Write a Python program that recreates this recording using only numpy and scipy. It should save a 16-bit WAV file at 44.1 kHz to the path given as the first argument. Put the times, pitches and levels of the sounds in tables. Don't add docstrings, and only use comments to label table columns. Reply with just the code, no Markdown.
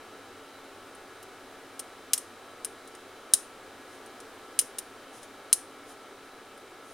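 import sys
import numpy as np
from scipy import signal
from scipy.fft import rfft, irfft
from scipy.io import wavfile
from scipy.ndimage import uniform_filter1d

SR = 44100
rng = np.random.default_rng(int(sys.argv[2]) if len(sys.argv) > 2 else 0)


def put_to_file(sound):
    columns = np.atleast_2d(sound).T
    safe = np.clip(columns, -1, 1)
    whole_steps = np.round(safe * 32767)
    wavfile.write(sys.argv[1], SR, whole_steps.astype(np.int16))


N = 305958
TIME, FREQS = np.arange(N) / SR, np.fft.rfftfreq(N, 1 / SR)
TAIL_TIME = np.arange(SR // 3) / SR
SLIDE_S = 0.002


# start_s, level_db, crack_db, ring_hz, barrel_hz, barrel_db, echo_db
LATCH_CLICKS = [ (1.794, -12.5, 2.5, 9160, 5500, -13, 5), (2.1339, 7, 7, 9800, 2930, -20, -1.5),
                (2.1784, -8, -1, 9000, 5440, -16, 2.5), (2.6472, -4.5, -0.5, 9250, 5130, -12, -1.5),
                (3.3368, 13.5, 0.2, 9400, 3890, -10, -5), (4.5903, 6.5, 1.5, 9700, 3000, -11, 1),
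                (4.7846, -9.5, 4, 9530, 5200, -16, 5), (5.5289, 12, -1, 9400, 4150, -13, -4.5), ]

def latch_clicks():
    out = np.zeros((2, N))
    for start_s, level_db, crack_db, ring_hz, barrel_hz, barrel_db, echo_db in LATCH_CLICKS:
        click = snap(ring_hz, barrel_hz, barrel_db,
                     clack_db=crack_db + 1 - 0.12 * level_db,
                     body_db=crack_db - 0.5 + 0.14 * level_db, top_db=crack_db,
                     second_ms=0.8, second_db=-3.5, crunch_s=0.0006, slide_db=-29)
        add(out, start_s - SLIDE_S, from_db(level_db) * light_box(click, echo_db, wall_ms=2.8))
    return out


def snap(ring_hz, barrel_hz, barrel_db, clack_db, body_db, top_db,
         second_ms, second_db, crunch_s, slide_db):
    t = TAIL_TIME[:2048] - SLIDE_S
    since_second = t - second_ms / 1000
    slide = from_db(slide_db) * (t <= 0) * np.exp(-abs(t) / 0.0011)
    first = (t > 0) * np.exp(-abs(t) / crunch_s)
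    second = from_db(second_db) * (since_second > 0) * np.exp(-abs(since_second) / crunch_s)
    force = (slide + first + second) * rng.choice([-1, 1], len(t))
    hz = np.fft.rfftfreq(len(t), 1 / SR)
    eq = [(3500, clack_db), (5000, body_db), (7500, body_db),
          (9100, 0.021), (10200, 0.0021), (11800, top_db)]
    free_modes = [(ring_hz, RING_WIDTH_HZ, 0), (barrel_hz, BARREL_WIDTH_HZ, barrel_db)]
    gain = pen_resonance(hz, free_modes) * from_db(at_hz(eq, hz))
    return unit_energy(shape_burst(force, gain))[None]


# pitch_hz, width_hz, level_db
PEN_RESONANCES = [ (2050, 830, -25), (2980, 280, -16.5), (3300, 250, -19.5), (4050, 380, -16),
                  (5080, 400, -13.5), (5514, 220, -11.5), (6170, 370, -12), (6650, 320, -12),
                  (7400, 450, -16), (8300, 610, -11), (9170, 450, -19), (10290, 500, -7.5),
                  (11030, 600, -14), (12000, 778, -17.5), (13950, 490, -21.5), (15100, 250, -21), ]
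RING_WIDTH_HZ, BARREL_WIDTH_HZ = 740, 240

def pen_resonance(hz, free_modes):
    power = sum(from_db(2 * level_db) / (1 + ((hz - pitch_hz) / width_hz) ** 2) ** 2
                for pitch_hz, width_hz, level_db in list(PEN_RESONANCES) + free_modes)
    floor = from_db(-66) * hz / (hz + 1200)
    return np.sqrt(power + floor)


# start_s, level_db, lows_db, highs_db
PEN_TICKS = [ (0.9502, -29, -4, -2), (1.229, -26, 7, 12), (2.876, -27.5, 6, 3), (2.951, -26, 4, 1),
             (4.0612, -29.5, 1, 4), (4.2032, -24, 6, -2), (4.6135, -10, -5, -2), (5.231, -25.5, 6, 0),
             (6.577, -34, 0, 6), ]

def pen_ticks():
    out = np.zeros((2, N))
    for start_s, level_db, lows_db, highs_db in PEN_TICKS:
        tick = snap(ring_hz=9460, barrel_hz=8400, barrel_db=-6,
                    clack_db=lows_db + 5, body_db=lows_db, top_db=highs_db,
                    second_ms=0.78, second_db=-4, crunch_s=0.0005, slide_db=-9)
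        add(out, start_s - SLIDE_S, from_db(level_db) * light_box(tick, echo_db=-1, wall_ms=4.5))
    return out


# centre_s, half_length_s, level_db
FINGER_RUBS = [(3.93, .035, -60), (5.166, 0.03, -55.5), (5.24, 0.014, -57), (5.906, 0.023, -54),
               (6.91, .045, -59)]

def finger_rubs():
    pressure = sum(from_db(level_db) * np.exp(-((TIME - centre_s) / half_length_s) ** 2 / 2)
                   for centre_s, half_length_s, level_db in FINGER_RUBS)
    skin_eq = from_db(at_hz([(7000, 7), (9300, 1), (12000, 5)], FREQS))
    gain = pen_resonance(FREQS, [(9450, RING_WIDTH_HZ, -2)]) * skin_eq
    friction = stereo_noise(PORT_CORRELATION, N)
    return pressure * unit_rms(equalise(friction, gain))


# freq_hz, gain_db
BOX_EQ = [(1000, -1), (3000, -3), (5000, 0), (7500, 0), (9400, -1), (15000, 1.5)]
ROOM_EQ = [(1000, -9), (3500, -3), (6300, 1), (9400, -2.5), (11800, -1), (15000, -2)]

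def light_box(sound, echo_db, wall_ms):
    direct = arrival(0, left_lead_ms=0.01)
    near_wall = from_db(-8) * arrival(wall_ms, left_lead_ms=0.016)
    far_wall = from_db(-9.5) * arrival(wall_ms + 2.1, left_lead_ms=-0.012)
    box = from_db(-1) * reverb_tail(t60_s=0.046, build_s=0.0017, eq=BOX_EQ)
    room = from_db(-15.5) * reverb_tail(t60_s=0.27, build_s=0.0071, eq=ROOM_EQ)
    response = direct + from_db(echo_db) * (near_wall + far_wall + box) + from_db(echo_db / 2) * room
    return signal.fftconvolve(sound, response, axes=1)


def arrival(delay_ms, left_lead_ms):
    delay_samples = (delay_ms + np.array([[0], [left_lead_ms]])) * SR / 1000
    offset = np.arange(len(TAIL_TIME)) - delay_samples - 4
    return np.sinc(offset) * np.sinc(offset / 4) * (abs(offset) < 4)


# freq_hz, correlation
PORT_CORRELATION = [(2500, 0.8), (4000, 0.7), (6000, 0.7), (9000, 0.6), (12000, 0.13)]

def reverb_tail(t60_s, build_s, eq):
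    size = len(TAIL_TIME)
    gain = from_db(at_hz(eq, np.fft.rfftfreq(size, 1 / SR)))
    reflections = equalise(stereo_noise(PORT_CORRELATION, size), gain)
    attack = 1 - np.exp(-(TAIL_TIME / build_s) ** 4)
    decay = from_db(-60 * TAIL_TIME / t60_s)
    return unit_energy(reflections * attack * decay)


# freq_hz, left_minus_right_db
PORT_PAN = [(4500, 2), (7000, 3), (9300, 3.5), (11200, -3.5), (13000, 4.5), (15000, 3.5)]

def microphone_ports(sound):
    return equalise(sound, from_db(at_hz(PORT_PAN, FREQS) * [[0.5], [-0.5]]))


# pitch_hz, level_db
HUM_PARTIALS = [(97, -77.5), (274.5, -64.5), (366, -66), (393, -65), (442, -64), (732, -66.5), (792, -66),
                (888, -68.5), (1113, -71), (1167, -68.5), (1255, -65), (1329, -61), (1464, -67),
                (1673, -65.5), (2191, -70), (2350, -70.5), (2650, -74), (2929, -76.5), (3100, -69.5),
                (3540, -77), (3880, -72.5), (3973, -71)]

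def fan_hum(trim_db, wander_hz, wander_share, flutter_db):
    hum = np.zeros(N)
    for pitch_hz, level_db in HUM_PARTIALS:
        wobble_hz = (wander_hz + wander_share * pitch_hz) * drift(rate_hz=45)
        phase = 2 * np.pi * np.cumsum(pitch_hz + wobble_hz) / SR
        gain = from_db(level_db + trim_db + flutter_db * drift(rate_hz=16))
        hum += np.sqrt(2) * gain * np.sin(phase)
    return hum


# freq_hz, gain_db
RUSH_EQ = [(25, -9.5), (60, -18.5), (100, -8.5), (140, -13.5), (165, -17), (215, -7.5), (270, -2),
           (480, -1), (950, -7), (1350, -5.5), (2600, -14.5), (3600, -15), (4500, -18), (7500, -22.5),
           (9400, -20.5), (13000, -28.5), (16000, -30.5)]
# freq_hz, correlation
RUSH_CORRELATION = [(25, 0.3), (60, 0.4), (130, 0.94), (300, 1), (700, 0.97), (1300, 0.99), (3100, 0.91),
                    (7000, .48), (15000, 0.05)]

def rush_and_hiss(level_db):
    rush = equalise(stereo_noise(RUSH_CORRELATION, N), from_db(at_hz(RUSH_EQ, FREQS)))
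    return from_db(level_db) * unit_rms(rush)


# time_s, fader_db
BACKGROUND_FADER = [(0.0, -49), (3.46, -49), (4.21, -48), (5.84, -49.5), (6.94, -50.5)]

def background(swell_depth):
    rush = rush_and_hiss(level_db=-49.5)
    hum = fan_hum(trim_db=-1, wander_hz=1.53, wander_share=0.002436, flutter_db=3)
    fader_db = np.interp(TIME, *np.transpose(BACKGROUND_FADER))
    swell_db = swell_depth * (fader_db - fader_db.mean())
    return (rush + hum) * from_db(swell_db + [[0.15], [-0.15]])


def shape_burst(force, gain):
    spectrum = rfft(force)
    own_colour = np.sqrt(uniform_filter1d(abs(spectrum) ** 2, size=9) + 1e-12)
    cepstrum = irfft(np.log(gain / own_colour + 1e-9))
    cepstrum[1:len(cepstrum) // 2] *= 2
    cepstrum[len(cepstrum) // 2 + 1:] = 0
    return irfft(spectrum * np.exp(rfft(cepstrum)))


def stereo_noise(correlation, size):
    mid, side = rfft(rng.standard_normal((2, size)))
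    alike = np.clip(at_hz(correlation, np.fft.rfftfreq(size, 1 / SR)), 0, 1)
    return irfft(np.sqrt(1 + alike) * mid + np.sqrt(1 - alike) * side * [[1], [-1]], size)


def drift(rate_hz):
    knots = rng.standard_normal(N // 100)
    return np.interp(TIME * rate_hz, np.arange(len(knots)), knots)


def equalise(sound, gain):
    return irfft(rfft(sound) * gain, sound.shape[-1])


def at_hz(points, hz):
    known_hz, values = np.transpose(points)
    return np.interp(np.log(np.maximum(hz, 1)), np.log(known_hz), values)


def from_db(db):
    return 10 ** (np.asarray(db) / 20)


def unit_energy(x):
    return x / np.sqrt(np.sum(x ** 2, axis=-1, keepdims=True) + 1e-20)


def unit_rms(x):
    return x / np.sqrt(np.mean(x ** 2) + 1e-20)


def add(track, start_s, sound):
    start = round(start_s * SR)
    track[:, start:start + sound.shape[1]] += sound[:, :N - start]


def scene():
    bed = background(swell_depth=0.73)
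    pen = latch_clicks() + finger_rubs() + pen_ticks()
    return microphone_ports(pen) + bed


def record(dry):
    overloaded = np.clip(dry, -1, 1)
    cutoff_hz = 15900
    return signal.sosfilt(signal.ellip(10, 0.1, 70, cutoff_hz, fs=SR, output="sos"), overloaded)


dry = scene()
out = record(dry)
put_to_file(out)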